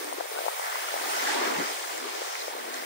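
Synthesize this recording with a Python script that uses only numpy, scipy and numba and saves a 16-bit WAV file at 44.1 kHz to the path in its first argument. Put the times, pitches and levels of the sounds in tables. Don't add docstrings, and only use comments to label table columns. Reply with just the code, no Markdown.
import sys
import numpy as np
from scipy import signal
from scipy.fft import rfft, irfft
from scipy.io import wavfile
from scipy.ndimage import uniform_filter1d
from numba import njit

SR = 44100
rng = np.random.default_rng(int(sys.argv[2]) if len(sys.argv) > 2 else 0)


def voltage_ratio(decibels):
    exponent = np.asarray(decibels, float) / 20
    return 10 ** exponent


def unload_wav(signal):
    wavfile.write(
        sys.argv[1],
        SR,
        np.round(np.clip(np.atleast_2d(signal).T, -1, 1) * 32767).astype(np.int16),
    )


N = 125685
PORT_LEAD_S = 0.00055


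def colour(table, hz):
    point_hz, value = np.array(table).T
    return np.interp(np.log(np.maximum(hz, 1)), np.log(point_hz), value)


def unit(x):
    return x / np.sqrt(np.mean(x ** 2))


def late(x, s):
    hz = np.fft.rfftfreq(N, 1 / SR)
    return irfft(rfft(x) * np.exp(-2j * np.pi * hz * s), N)


def walk(rate_hz):
    hold = int(SR / rate_hz)
    steps = np.repeat(rng.standard_normal(N // 500)[:N // hold + 1], hold)
    slewed = uniform_filter1d(uniform_filter1d(steps, hold), hold)
    return unit(slewed[:N])


@njit
def grains(length, at, step, turns, size, glide):
    y = np.zeros(length)
    for g in range(len(at)):
        tau = turns[g] / step[g] / 3
        phase = 0.
        for i in range(min(int(8 * tau), length - at[g])):
            phase += step[g] * (1 + glide * i / (8 * tau))
            swell = np.e * i / tau * np.exp(-i / tau)
            y[at[g] + i] += size[g] * swell * np.sin(2 * np.pi * phase)
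    return y


def knocks(rows, turns, lead_s, glide):
    s, db, hz, pan_db = rows.T
    start_s = np.maximum(s - turns / hz / 3, 0)
    at = (start_s * SR).astype(int)
    left, right = (grains(N, at, hz / SR, turns + 0 * hz, voltage_ratio(db + k * pan_db / 2), glide) for k in (1, -1))
    return np.array([left, late(right, lead_s)])


def water(table, shared, lead_s):
    swell_db, patch_db, flicker_db = 0.3, 0.4, 1.2
    hz = np.fft.rfftfreq(N, 1 / SR)
    swell = walk(7.5)
    both, left, right = rfft(rng.standard_normal((3, N))) * voltage_ratio(colour(table, hz))
    share = np.clip(colour(shared, hz), 0, 1)
    lead = np.exp(1j * np.pi * hz * colour(lead_s, hz) * np.array([[1], [-1]]))
    pair = np.sqrt(1 - share) * np.array([left, right]) + np.sqrt(share) * both * lead
    patch = [walk(10.72) for _ in range(6)]
    out = 0
    for k in range(-3, 15):
        away = np.clip(2 * np.log2(np.maximum(hz, 1) / 125) - k, -1, 1)
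        band = irfft(pair * np.cos(np.pi / 2 * away) ** 2, N)
        db = swell_db * swell + patch_db * patch[k // 3] + flicker_db * walk(23.77)
        out = out + voltage_ratio(db) * band
    return unit(out)


# peak in seconds, peak level in dB, pitch in Hz, left over right in dB.
PUFF_ROWS = [(.012, -31, 400, 5), (.0775, -30, 920, 6), (.127, -24, 830, 11), (.185, -27, 420, 7),
             (.2027, -29, 620, 9), (.2087, -21, 730, 11), (.2572, -27, 600, 6), (.318, -27, 480, 6),
             (.325, -29, 750, 6), (.342, -28, 800, 4), (.3615, -27, 700, 5), (.3663, -27, 890, 5),
             (.371, -28, 520, 5), (.3865, -24, 1050, 7), (.39, -22, 680, 8), (.407, -27, 600, 6),
             (.419, -28, 650, 6), (.442, -27, 620, 7), (.4567, -26.5, 660, 10), (.4649, -20.5, 660, 10),
             (.483, -17, 830, 11), (.4875, -25, 950, 9), (.5805, -27, 840, 5), (.597, -23, 800, 10),
             (.6413, -27, 800, 7), (.6613, -24.5, 810, 6), (.7266, -25, 1100, 7), (.7444, -28, 670, 7),
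             (.757, -22.5, 1000, 8), (.783, -28, 735, 4), (.9414, -21, 650, 6), (.9654, -27, 710, 10),
             (1.0387, -25, 730, 8), (1.9833, -32, 520, 7), (2.062, -30, 520, 7), (2.09, -26, 1050, 8),
             (2.1532, -30, 500, 7), (2.2188, -24, 530, 8), (2.277, -33, 460, 5), (2.4817, -24, 620, 9),
             (2.8247, -31, 860, 3)]
# time in seconds, corner in Hz.
BASS_CUT = [(0, 290), (.12, 287), (.2, 331), (.27, 467), (.36, 368), (.48, 390), (.53, 450), (.72, 407),
            (.86, 360), (1.06, 265), (1.4, 284), (1.54, 250), (1.6, 149), (1.67, 278), (1.82, 344),
            (2.05, 288), (2.33, 411), (2.65, 255)]


def wind():
    flutter_per_s, flutter_db, flutter_db_per_oct = 150, -41, -7.5
    puff_db, eddy_db, eddy_s = 0.5, -19, 0.0123
    where, pitch, big = rng.random((400, 3))[:int(flutter_per_s * N / SR)].T
    s = where * N / SR
    gust_db = flutter_db_per_oct * np.log2(np.interp(s, *np.array(BASS_CUT).T) / 350)
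    level_db = flutter_db + gust_db - 2.0 * np.log(big + 0.1)
    flutter = np.c_[s, level_db, 380 * 2.5 ** pitch, 7 + 0 * big]
    puffs = np.array(PUFF_ROWS) + [0, puff_db, 0, 0]
    eddies = rng.random((len(puffs), 3, 4)).transpose(1, 0, 2)
    eddy = puffs * [0.98, 0.94, 0.76, 1.0] + [-0.6 * eddy_s, eddy_db, 0, 0]
    eddy = eddy + eddies * [1.6 * eddy_s, 3, 300, 0]
    return knocks(np.concatenate([puffs, *eddy, flutter]), turns=1.8, lead_s=PORT_LEAD_S, glide=-0.11)


# frequency in Hz, density in dB per Hz.
BREAKER_COLOUR = [(40, -1), (120, 1), (300, 2.5), (600, 0), (1000, -7), (1600, -11), (2600, -14),
                  (5000, -40)]


def breaker():
    return water(BREAKER_COLOUR, [(1, 0.96)], [(1, -0.00087)])


# start in seconds, length in seconds, first pitch in Hz, last pitch in Hz, level in dB.
POCKET_ROWS = [(1.143, .1, 1930, 2160, -38), (1.252, 0.082, 1530, 1760, -35.5),
               (1.272, 0.069, 2000, 2110, -38), (1.283, 0.08, 822, 866, -36.5),
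               (1.345, 0.11, 953, 1115, -36), (1.412, .07, 359, 396, -37), (1.423, .07, 1660, 1570, -42),
               (1.52, .03, 430, 440, -41), (1.59, 0.041, 265, 335, -38.5), (1.828, 0.063, 860, 950, -49.5),
               (2.053, 0.035, 415, 476, -47), (2.521, .03, 874, 960, -47.5),
               (0.348, 0.048, 1276, 1585, -43.5), (2.388, 0.041, 3800, 4600, -47),
               (2.745, 0.079, 1970, 2070, -46), (0.618, 0.067, 1960, 2080, -43.5),
               (.74, 0.023, 2050, 2085, -47)]


def pockets():
    ring_s, scatter, bubbles_each = 0.011, 0.06, 14
    s, length, from_hz, to_hz, db = np.array(POCKET_ROWS).T[:, :, None]
    along, off, big = rng.random((len(POCKET_ROWS), bubbles_each, 3)).transpose(2, 0, 1)
    hz = (from_hz + (to_hz - from_hz) * along) * (1 + scatter * (2 * off - 1))
    rows = np.array([s + length * along, db + 2.0 * big, hz, 0 * hz])
    return knocks(rows.reshape(4, -1).T, ring_s * hz.ravel(), lead_s=0.0001, glide=0.05)


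# peak in seconds, peak level in dB, pitch in Hz.
SPIT_ROWS = [(.0447, -26, 8500), (.1332, -25, 8800), (.3898, -29, 4100), (.6846, -29, 2700),
             (.888, -27, 6000), (1.2265, -22, 2100), (1.24, -23, 6500), (1.4532, -24, 2700),
             (1.5642, -24, 2200), (1.9783, -25, 7500), (2.3535, -22.5, 2100), (2.3555, -27, 2700),
             (2.4035, -29, 5000), (2.4055, -30, 3900), (2.327, -29, 5200), (2.421, -29, 4000),
             (2.7424, -31, 4200), (2.7426, -24, 6000), (2.7445, -28, 1900), (2.8039, -30, 2300)]


def spits():
    rows = np.array(SPIT_ROWS) + [0, -0.5, 0]
    turns = np.maximum(2.8, 0.001 * rows[:, 2])
    return knocks(np.c_[rows, np.zeros(len(rows))], turns, PORT_LEAD_S, glide=0.058)


# frequency in Hz, density in dB per Hz.
SIZZLE_COLOUR = [(3000, -8), (6000, -12), (9000, 3.5), (12000, -1.5), (16000, 0)]
# frequency in Hz, left port lead in seconds.
FOAM_LEAD = [(500, .00042), (1300, .00041), (2000, .00049), (2700, .00057)]


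def sizzle():
    return water(SIZZLE_COLOUR, [(1, 0.2)], FOAM_LEAD)


# frequency in Hz, density in dB per Hz.
FOAM_COLOUR = [(250, -27.5), (700, -2), (1500, -2.5), (2400, -5.5), (3500, -7.5), (6000, -8), (9000, -14),
               (16000, -28)]


def bubbles():
    per_s, spread_db, turns = 1500, 2, 6.3
    where, pitch, side, big = rng.random((6000, 4))[:int(per_s * N / SR)].T
    hz = 400 * 30 ** pitch
    size = voltage_ratio(-spread_db * np.log(big + 0.0088) + colour(FOAM_COLOUR, hz)) * np.sqrt(hz)
    ports = []
    for k in range(2):
        at = (where * N).astype(int) + int(k * PORT_LEAD_S * SR)
        ports.append(grains(N, at, hz / SR, turns + 0 * hz, size * abs(k - side), 0.28))
    return unit(np.array(ports))


# frequency in Hz, share heard by both ports from 0 to 1.
FOAM_SHARE = [(300, 0.71), (1300, 0.77), (2800, 0.46), (4500, 0.017), (6500, 0.028), (9000, 0.031),
              (15000, 0.1)]


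def foam(body_db):
    fizz = water(FOAM_COLOUR, FOAM_SHARE, FOAM_LEAD) + voltage_ratio(-5) * bubbles()
    body = signal.sosfiltfilt(signal.butter(2, 2480, fs=SR, output="sos"), fizz)
    return fizz + body * (voltage_ratio(body_db) - 1)


# time in seconds, foam in dB, breaker in dB, sizzle in dB, extra foam body in dB.
SURGE_LEVELS = [(0, -43.5, -44, -45.5, 0), (.26, -45.5, -42, -47, -0.5), (.4, -43.5, -40, -43.5, -0.5),
                (.68, -42.5, -45, -43, 4), (.91, -40, -49.5, -43.5, 2.5), (1.15, -37.5, -43, -41.5, 2.5),
                (1.29, -34, -37, -43, 0.5), (1.4, -37.5, -35.5, -44, 5.5), (1.52, -38, -34.5, -43.5, 3),
                (1.63, -37.5, -39, -46.5, 2.5), (1.74, -38.5, -49, -46.5, -1), (2.03, -41, -41, -49, -1),
                (2.3, -40.5, -44, -49.5, -1), (2.45, -42, -46.5, -48.5, -1.5), (2.68, -47.5, -47, -49, 4.5),
                (2.76, -43, -47, -46.5, 2), (2.85, -46.5, -46.5, -47, 4.5)]


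def scene():
    s, *levels = np.array(SURGE_LEVELS).T
    t = np.arange(N) / SR
    foam_db, breaker_db, sizzle_db, body_db = (np.interp(t, s, level) for level in levels)
    beach = wind() + pockets() + spits()
    beach = beach + breaker() * voltage_ratio(breaker_db + 4)
    beach = beach + sizzle() * voltage_ratio(sizzle_db + 3.5)
    return beach + foam(body_db) * voltage_ratio(foam_db + 4.5)


def low_pass(x):
    return signal.sosfilt(signal.butter(12, 16670, fs=SR, output="sos"), x)


# frequency in Hz, left port over the mean of both in dB.
LEFT_PORT_COLOUR = [(200, 0.5), (600, 0), (1300, 1), (2000, -1.5), (3000, -0.5), (5000, 2), (8500, -1.1),
                    (12000, -0.5)]


def record(dry):
    steepness, leak_db, gate_share = 6.64, -48, 0.76
    gap_low_hz, gap_high_hz, side_top_hz, top_hz = 10330, 12330, 13120, 15740
    open_from_s, open_to_s, joint_db = 0.127, 0.148, 2.5
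    hz, t, z = signal.stft(dry, SR, nperseg=1024, noverlap=768)
    hz = np.maximum(hz, 1)[:, None]
    corner_hz = np.interp(t, *np.array(BASS_CUT).T)
    leak = voltage_ratio(leak_db + 2.3 * np.interp(t * SR, np.arange(N), walk(45)))
    cut = (hz > gate_share * corner_hz) / np.sqrt(1 + (corner_hz / hz) ** (2 * steepness)) + leak
    port_db = colour(LEFT_PORT_COLOUR, hz) * np.array([1, -1])[:, None, None]
    left, right = z * cut * voltage_ratio(port_db)
    held = np.repeat(rng.random((3, 100)), 6, axis=1)[:, :len(t)]
    low_jump = 230 * (held[0] < 0.15)
    high_jump = -290 * (held[1] < 0.15)
    side_jump = 400 * (held[2] < 0.3)
    joint = (t < open_from_s) | (t > open_to_s)
    no_mid = joint & (hz > gap_low_hz + low_jump) & (hz < gap_high_hz + high_jump)
    no_side = joint & (hz > side_top_hz + side_jump)
    mid = (left + right) / 2 * ~no_mid * voltage_ratio(joint_db * no_side) * (hz < top_hz)
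    side = (left - right) / 2 * ~no_side * voltage_ratio(joint_db * no_mid) * (hz < top_hz)
    ports = np.array([mid + side, mid - side])
    mix = signal.istft(ports, SR, nperseg=1024, noverlap=768)[1][:, :N]
    return low_pass(mix)


dry = scene()
out = record(dry)
unload_wav(out)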